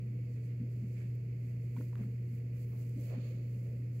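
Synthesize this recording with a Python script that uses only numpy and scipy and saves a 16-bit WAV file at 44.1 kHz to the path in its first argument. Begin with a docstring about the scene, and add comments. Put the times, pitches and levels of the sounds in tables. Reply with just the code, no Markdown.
"""Yarn slides over a crochet hook and fingers in soft strokes, its fibres catching and slipping.
Close to the stereo microphones, hands brush the work, fingers rub the hook and an arm sweeps past.
The hook rings with faint taps, fingernails click on it, and dull bumps sound as the hands
nudge the table. Underneath lies a quiet room with a steady mains hum."""
import sys
import numpy as np
from scipy import signal
from scipy.fft import rfft, irfft
from scipy.io import wavfile

SR = 44100
rng = np.random.default_rng(int(sys.argv[2]) if len(sys.argv) > 2 else 0)


def int16_out(signal):
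    """Quantize to a 16-bit WAV file."""
    q = np.round(np.clip(np.atleast_2d(signal).T, -1, 1) * 32767)
    wavfile.write(sys.argv[1], SR, q.astype(np.int16))


N = 176400
TIME, HZ = np.arange(N) / SR, np.fft.rfftfreq(N, 1 / SR)


def amp(db):
    """Decibels to gain."""
    return 10 ** (np.asarray(db) / 20)


def sides(pan_db):
    """Stereo gains; pan_db is left minus right."""
    return amp(np.array([[pan_db], [-pan_db]]) / 2)


def curve(points):
    """Draws a curve through the points on a log-frequency axis."""
    hz, value = np.transpose(points)
    return np.interp(np.log(HZ + 1), np.log(hz + 1), value)


def colour(x, left, right):
    """Gives white sound of unit power a spectrum on each side."""
    return irfft(rfft(x) * amp([curve(left), curve(right)]), N) * np.sqrt(SR / 2)


def add(mix, start_s, sound):
    """Mixes a stereo sound in at start_s."""
    part = mix[:, round(start_s * SR):][:, :sound.shape[1]]
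    part += sound[:, :part.shape[1]]


def strokes(table):
    """Each movement swells and fades as a lopsided bell; their powers add."""
    power = np.zeros((2, N))
    for peak_s, rise_s, fall_s, db, pan_db in table:
        width_s = np.where(TIME < peak_s, rise_s, fall_s)
        power += (amp(db) * sides(pan_db)) ** 2 * np.exp(-((TIME - peak_s) / width_s) ** 2)
    return np.sqrt(power)


def friction(snaps_per_s=1800, snap_share=0.37, waver_hz=20, waver_db=1.0):
    """Countless fibres catch and slip: a hiss with small snaps, wavering with the grip."""
    snaps = rng.standard_normal((2, N)) * amp(np.minimum(rng.exponential(1, N), 4))
    snaps *= rng.random(N) < snaps_per_s / SR
    grip = irfft(rfft(rng.standard_normal(N)) * np.exp(-(HZ / waver_hz) ** 2), N)
    hiss = np.sqrt(1 - snap_share) * rng.standard_normal((2, N))
    return amp(waver_db * grip / grip.std()) * (np.sqrt(snap_share) * snaps / snaps.std() + hiss)


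# How alike the air sounds on both sides: freq_hz, correlation
AIR_LIKENESS = [(100, 1), (250, 0.93), (550, 0.8), (1000, 0.18)]
def airborne(spectrum):
    """Noise that reaches both microphones, centred in the bass and wider above."""
    left, other = rfft(rng.standard_normal((2, N)))
    likeness = curve(AIR_LIKENESS)
    right = likeness * left + np.sqrt(1 - likeness ** 2) * other
    return colour(irfft(np.array([left, right]), N), spectrum, spectrum)


# Mains hum partials: harmonic, level_db, pan_db
HUM_PARTIALS = [(1, -38.25, -0.25), (3, -68.5, -11)]
# Bed of room air and microphone hiss: freq_hz, density_db_per_hz
ROOM_AIR = [(25, -89.5), (60, -77.5), (150, -72.5), (238, -76), (252, -78.5), (280, -81.5), (296, -77.5),
            (312, -87), (435, -87.5), (452, -82.5), (466, -84.5), (497, -84.5), (520, -94), (650, -97.5),
            (760, -113), (1000, -120), (3000, -140)]
MIC_HISS_LEFT = [(1000, -115), (1680, -115), (1950, -118), (3000, -121.5), (7400, -128.5), (12500, -118),
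                 (15500, -117)]
MIC_HISS_RIGHT = [(600, -116), (1100, -109.5), (1700, -107.5), (2050, -96.5), (2300, -97), (2600, -100.5),
                  (2900, -108), (3900, -122), (4300, -109), (4900, -110.5), (5800, -121), (6350, -112.5),
                  (7400, -114), (8400, -125), (12500, -118.5), (15500, -118)]
def room(mains_hz=120.015):
    """Mains hum, the low rush of the room and microphone hiss."""
    hum = np.zeros((2, N))
    for harmonic, db, pan_db in HUM_PARTIALS:
        phase = 2 * np.pi * (harmonic * mains_hz * TIME + rng.random())
        hum += amp(db) * sides(pan_db) * np.sqrt(2) * np.sin(phase)
    return hum + airborne(ROOM_AIR) + colour(rng.standard_normal((2, N)), MIC_HISS_LEFT, MIC_HISS_RIGHT)


# Dull nudges of the table: start_s, gain_db, pitch_hz
TABLE_BUMPS = [(0.599, -38, 232), (0.626, -47, 253.5), (0.822, -37, 206), (1.768, -39.5, 236.4),
               (1.794, -45, 278), (1.792, -51.5, 489), (1.992, -36, 208.3), (2.044, -41, 200),
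               (2.952, -43.5, 267.3), (2.977, -45, 278), (3.163, -39, 234.6)]
# The table's low body: pitch_ratio, gain_db, t60_s
TABLE_MODES = [(0.798, 7, 0.083), (1, 11.5, 0.084), (1.239, -11, 0.3), (2.049, -21.5, 0.24)]
def table_bumps(rise_s=0.0084):
    """Soft blows swell into the table's low modes."""
    out, t = np.zeros((2, N)), TIME[:SR // 4]
    attack = 1 - np.exp(-(t / rise_s) ** 2)
    for start_s, db, hz in TABLE_BUMPS:
        ring = sum(amp(mode_db - 60 * t / t60) * np.sin(2 * np.pi * hz * ratio * t)
                   for ratio, mode_db, t60 in TABLE_MODES)
        add(out, start_s, amp(db) * sides(pan_db=0.6) * attack * ring)
    return out


# Faint taps of the hook: start_s, level_db, scrape_decay_s
HOOK_TAPS = [(1.7645, -51, 0.0014), (1.772, -60, 0.0016), (1.807, -56, .0015), (1.931, -57, .0008)]
# The hook's short ring: pitch_hz, gain_db, t60_s
HOOK_MODES = [(574, 1, 0.022), (970, 12, 0.02), (1093, 1, 0.035), (1337, -4, 0.039), (1830, -1, 0.016)]
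def hook_taps(rise_s=0.0008, scrape_gain=0.89):
    """A contact and a short scrape ring the damped modes of the hand-held hook."""
    out, t = np.zeros((2, N)), TIME[:SR // 12]
    ring = sum((-1) ** k * amp(db - 60 * t / t60) * np.sin(2 * np.pi * hz * t)
               for k, (hz, db, t60) in enumerate(HOOK_MODES))
    ring *= 1 - np.exp(-t / rise_s)
    for start_s, db, decay_s in HOOK_TAPS:
        scrape = rng.standard_normal(len(t)) * np.exp(-t / decay_s)
        tap = ring + scrape_gain * signal.fftconvolve(scrape / np.linalg.norm(scrape), ring)[:len(t)]
        tap *= np.sqrt(0.0015 * SR) / np.linalg.norm(tap)  # the energy of 1.5 ms at unit power
        add(out, start_s, amp(db) * sides(pan_db=-5) * tap)
    return out


# Dry fingernail clicks on the hook: start_s, peak_db, pitch_hz, decay_s
NAIL_CLICKS = [(1.765, -57.5, 2300, .0016), (1.7705, -60, 1400, .002), (1.786, -55, 2150, .0006),
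               (1.811, -56, 1350, .0008), (1.9278, -59, 1100, .0006), (1.9554, -47, 1150, .00036),
               (2.036, -60.5, 1200, .0007)]
def nail_clicks(smear_hz=200):
    """A nail snaps against the hook; its scratch smears the pitch and the grip damps it at once."""
    out, t = np.zeros((2, N)), TIME[:SR // 30]
    for start_s, db, hz, decay_s in NAIL_CLICKS:
        scratch = np.cumsum(rng.standard_normal(len(t))) * np.sqrt(2 * np.pi * smear_hz / SR)
        envelope = t / decay_s * np.exp(1 - t / decay_s)
        add(out, start_s, amp(db) * sides(pan_db=-5) * envelope * np.sin(2 * np.pi * hz * t + scratch))
    return out


# Passes of the arm: peak_s, rise_s, fall_s, gain_db, pan_db
ARM_SWEEPS = [(3.01, 0.03, 0.12, -12, -2), (3.122, 0.015, 0.028, -1.5, -2), (3.28, 0.12, 0.14, -12, -0.5),
              (3.68, 0.079, 0.084, -14, -1)]
# Their muffled tone: freq_hz, density_db_per_hz
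ARM_TONE = [(120, -85), (300, -85.5), (390, -78.5), (480, -72), (590, -74), (820, -99), (1600, -105),
            (5000, -135)]
def arm():
    """The arm sweeps by with a dull rustle."""
    return airborne(ARM_TONE) * strokes(ARM_SWEEPS)


# Hand brushes and finger rubs: peak_s, rise_s, fall_s, gain_db, pan_db
HAND_BRUSHES = [(.38, .025, .03, -9.5, -7), (.51, 0.045, 0.032, -8, -4), (1.0, .03, .05, 1.5, 2.5),
                (1.31, 0.026, 0.025, -12.5, 0), (1.49, .02, 0.047, -9, -2.5), (1.8, 0.018, 0.03, -2, -2),
                (1.995, 0.022, 0.045, -1.5, 3), (2.385, 0.018, .015, -9, -2.5),
                (2.555, 0.016, 0.031, -7, -3.5), (3.14, 0.085, 0.093, -2, -2.5),
                (3.28, 0.05, 0.08, -6.5, -4), (3.68, 0.022, 0.037, -9, -3)]
FINGER_RUBS = [(1.997, 0.044, .055, -0.5, -1), (2.745, .025, 0.057, -4, -1.5), (3.13, 0.025, 0.06, 3, 1)]
# Papery brush tone and darker rub tone: freq_hz, density_db_per_hz
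BRUSH_LEFT = [(1100, -113), (1400, -108), (1700, -101), (2100, -106), (2550, -100), (3050, -116),
              (8000, -135)]
BRUSH_RIGHT = [(900, -110), (1700, -100), (2300, -92), (3100, -108), (8000, -125)]
RUB_TONE = [(500, -89.5), (750, -97.5), (1150, -99.5), (1450, -105), (1800, -103), (4000, -135)]
def hands():
    """Skin brushes skin and the work, and fingers rub along the hook."""
    brushing = colour(friction() * strokes(HAND_BRUSHES), BRUSH_LEFT, BRUSH_RIGHT)
    rubbing = colour(friction() * strokes(FINGER_RUBS), RUB_TONE, RUB_TONE)
    return brushing + rubbing


# Short slides and one long pull of yarn: peak_s, rise_s, fall_s, gain_db, pan_db
YARN_SLIDES = [(.34, .05, 0.036, -11, -5), (.45, .03, 0.042, -9, -4), (.74, 0.04, 0.13, -10, -1),
               (1.0, 0.11, 0.098, -7.5, -4), (1.48, 0.046, 0.046, -7.5, 1), (1.66, 0.069, 0.061, -9.5, -1),
               (1.79, 0.036, .08, -0.5, 2.5), (2.02, 0.049, 0.1, -7, 0), (2.35, 0.11, 0.057, -9, 3),
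               (2.61, 0.043, 0.039, -2, 2.5), (2.72, .06, 0.091, -9, 12), (2.81, 0.044, 0.14, -3, 0.5),
               (3.06, 0.059, 0.049, 2, 1), (3.29, 0.07, 0.084, -7, 3), (3.57, 0.087, 0.17, -6.5, 1.5),
               (3.98, 0.036, 0.053, -6, 0)]
YARN_PULL = [(3.23, 0.13, .15, 2, -1)]
# Fibres snapping off the hook: start_s, gain_db, pan_db
FIBRE_TICKS = [(1.152, -3, 3), (2.35, -0.5, 2), (2.385, -4, 0), (2.893, -1, -8)]
# Airy tone of the slides and narrow rasp of the pull: freq_hz, density_db_per_hz
SLIDE_LEFT = [(800, -122), (2500, -117), (7500, -120), (9000, -114), (12000, -107), (14000, -103.5),
              (15800, -104.5)]
SLIDE_RIGHT = [(800, -120), (1700, -112), (2300, -99), (3700, -116), (4500, -103), (5600, -110),
               (6500, -103), (7500, -103), (8800, -111), (12000, -114), (15800, -116)]
RASP_LEFT = [(3000, -125), (3400, -112), (3900, -107), (5200, -132)]
RASP_RIGHT = [(900, -125), (1200, -102), (1600, -120), (2250, -99), (3300, -106.5), (3900, -117),
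              (4350, -99), (5800, -124), (6400, -106), (7200, -106.5), (8300, -132)]
def yarn(tick_decay_s=0.003, tick_boost_db=8.5):
    """Yarn drawn through the stitches and once pulled long, with single fibres snapping free."""
    sliding, t = friction() * strokes(YARN_SLIDES), TIME[:SR // 40]
    for start_s, db, pan_db in FIBRE_TICKS:
        bright_noise = np.diff(rng.standard_normal((2, len(t) + 1))) / 2
        tick = np.exp(-t / tick_decay_s) * bright_noise
        add(sliding, start_s, amp(db + tick_boost_db) * sides(pan_db) * tick)
    pulling = friction() * strokes(YARN_PULL)
    return colour(sliding, SLIDE_LEFT, SLIDE_RIGHT) + colour(pulling, RASP_LEFT, RASP_RIGHT)


def scene():
    """The handwork over the room tone."""
    return room() + yarn() + hands() + arm() + table_bumps() + hook_taps() + nail_clicks()


def record(dry, cutoff_hz=15760):
    """The recorder's band limit cuts the highest treble."""
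    lowpass = signal.firwin(1023, cutoff_hz, window=("kaiser", 9), fs=SR)
    return signal.oaconvolve(dry, lowpass[None], "same")


dry = scene()
out = record(dry)
int16_out(out)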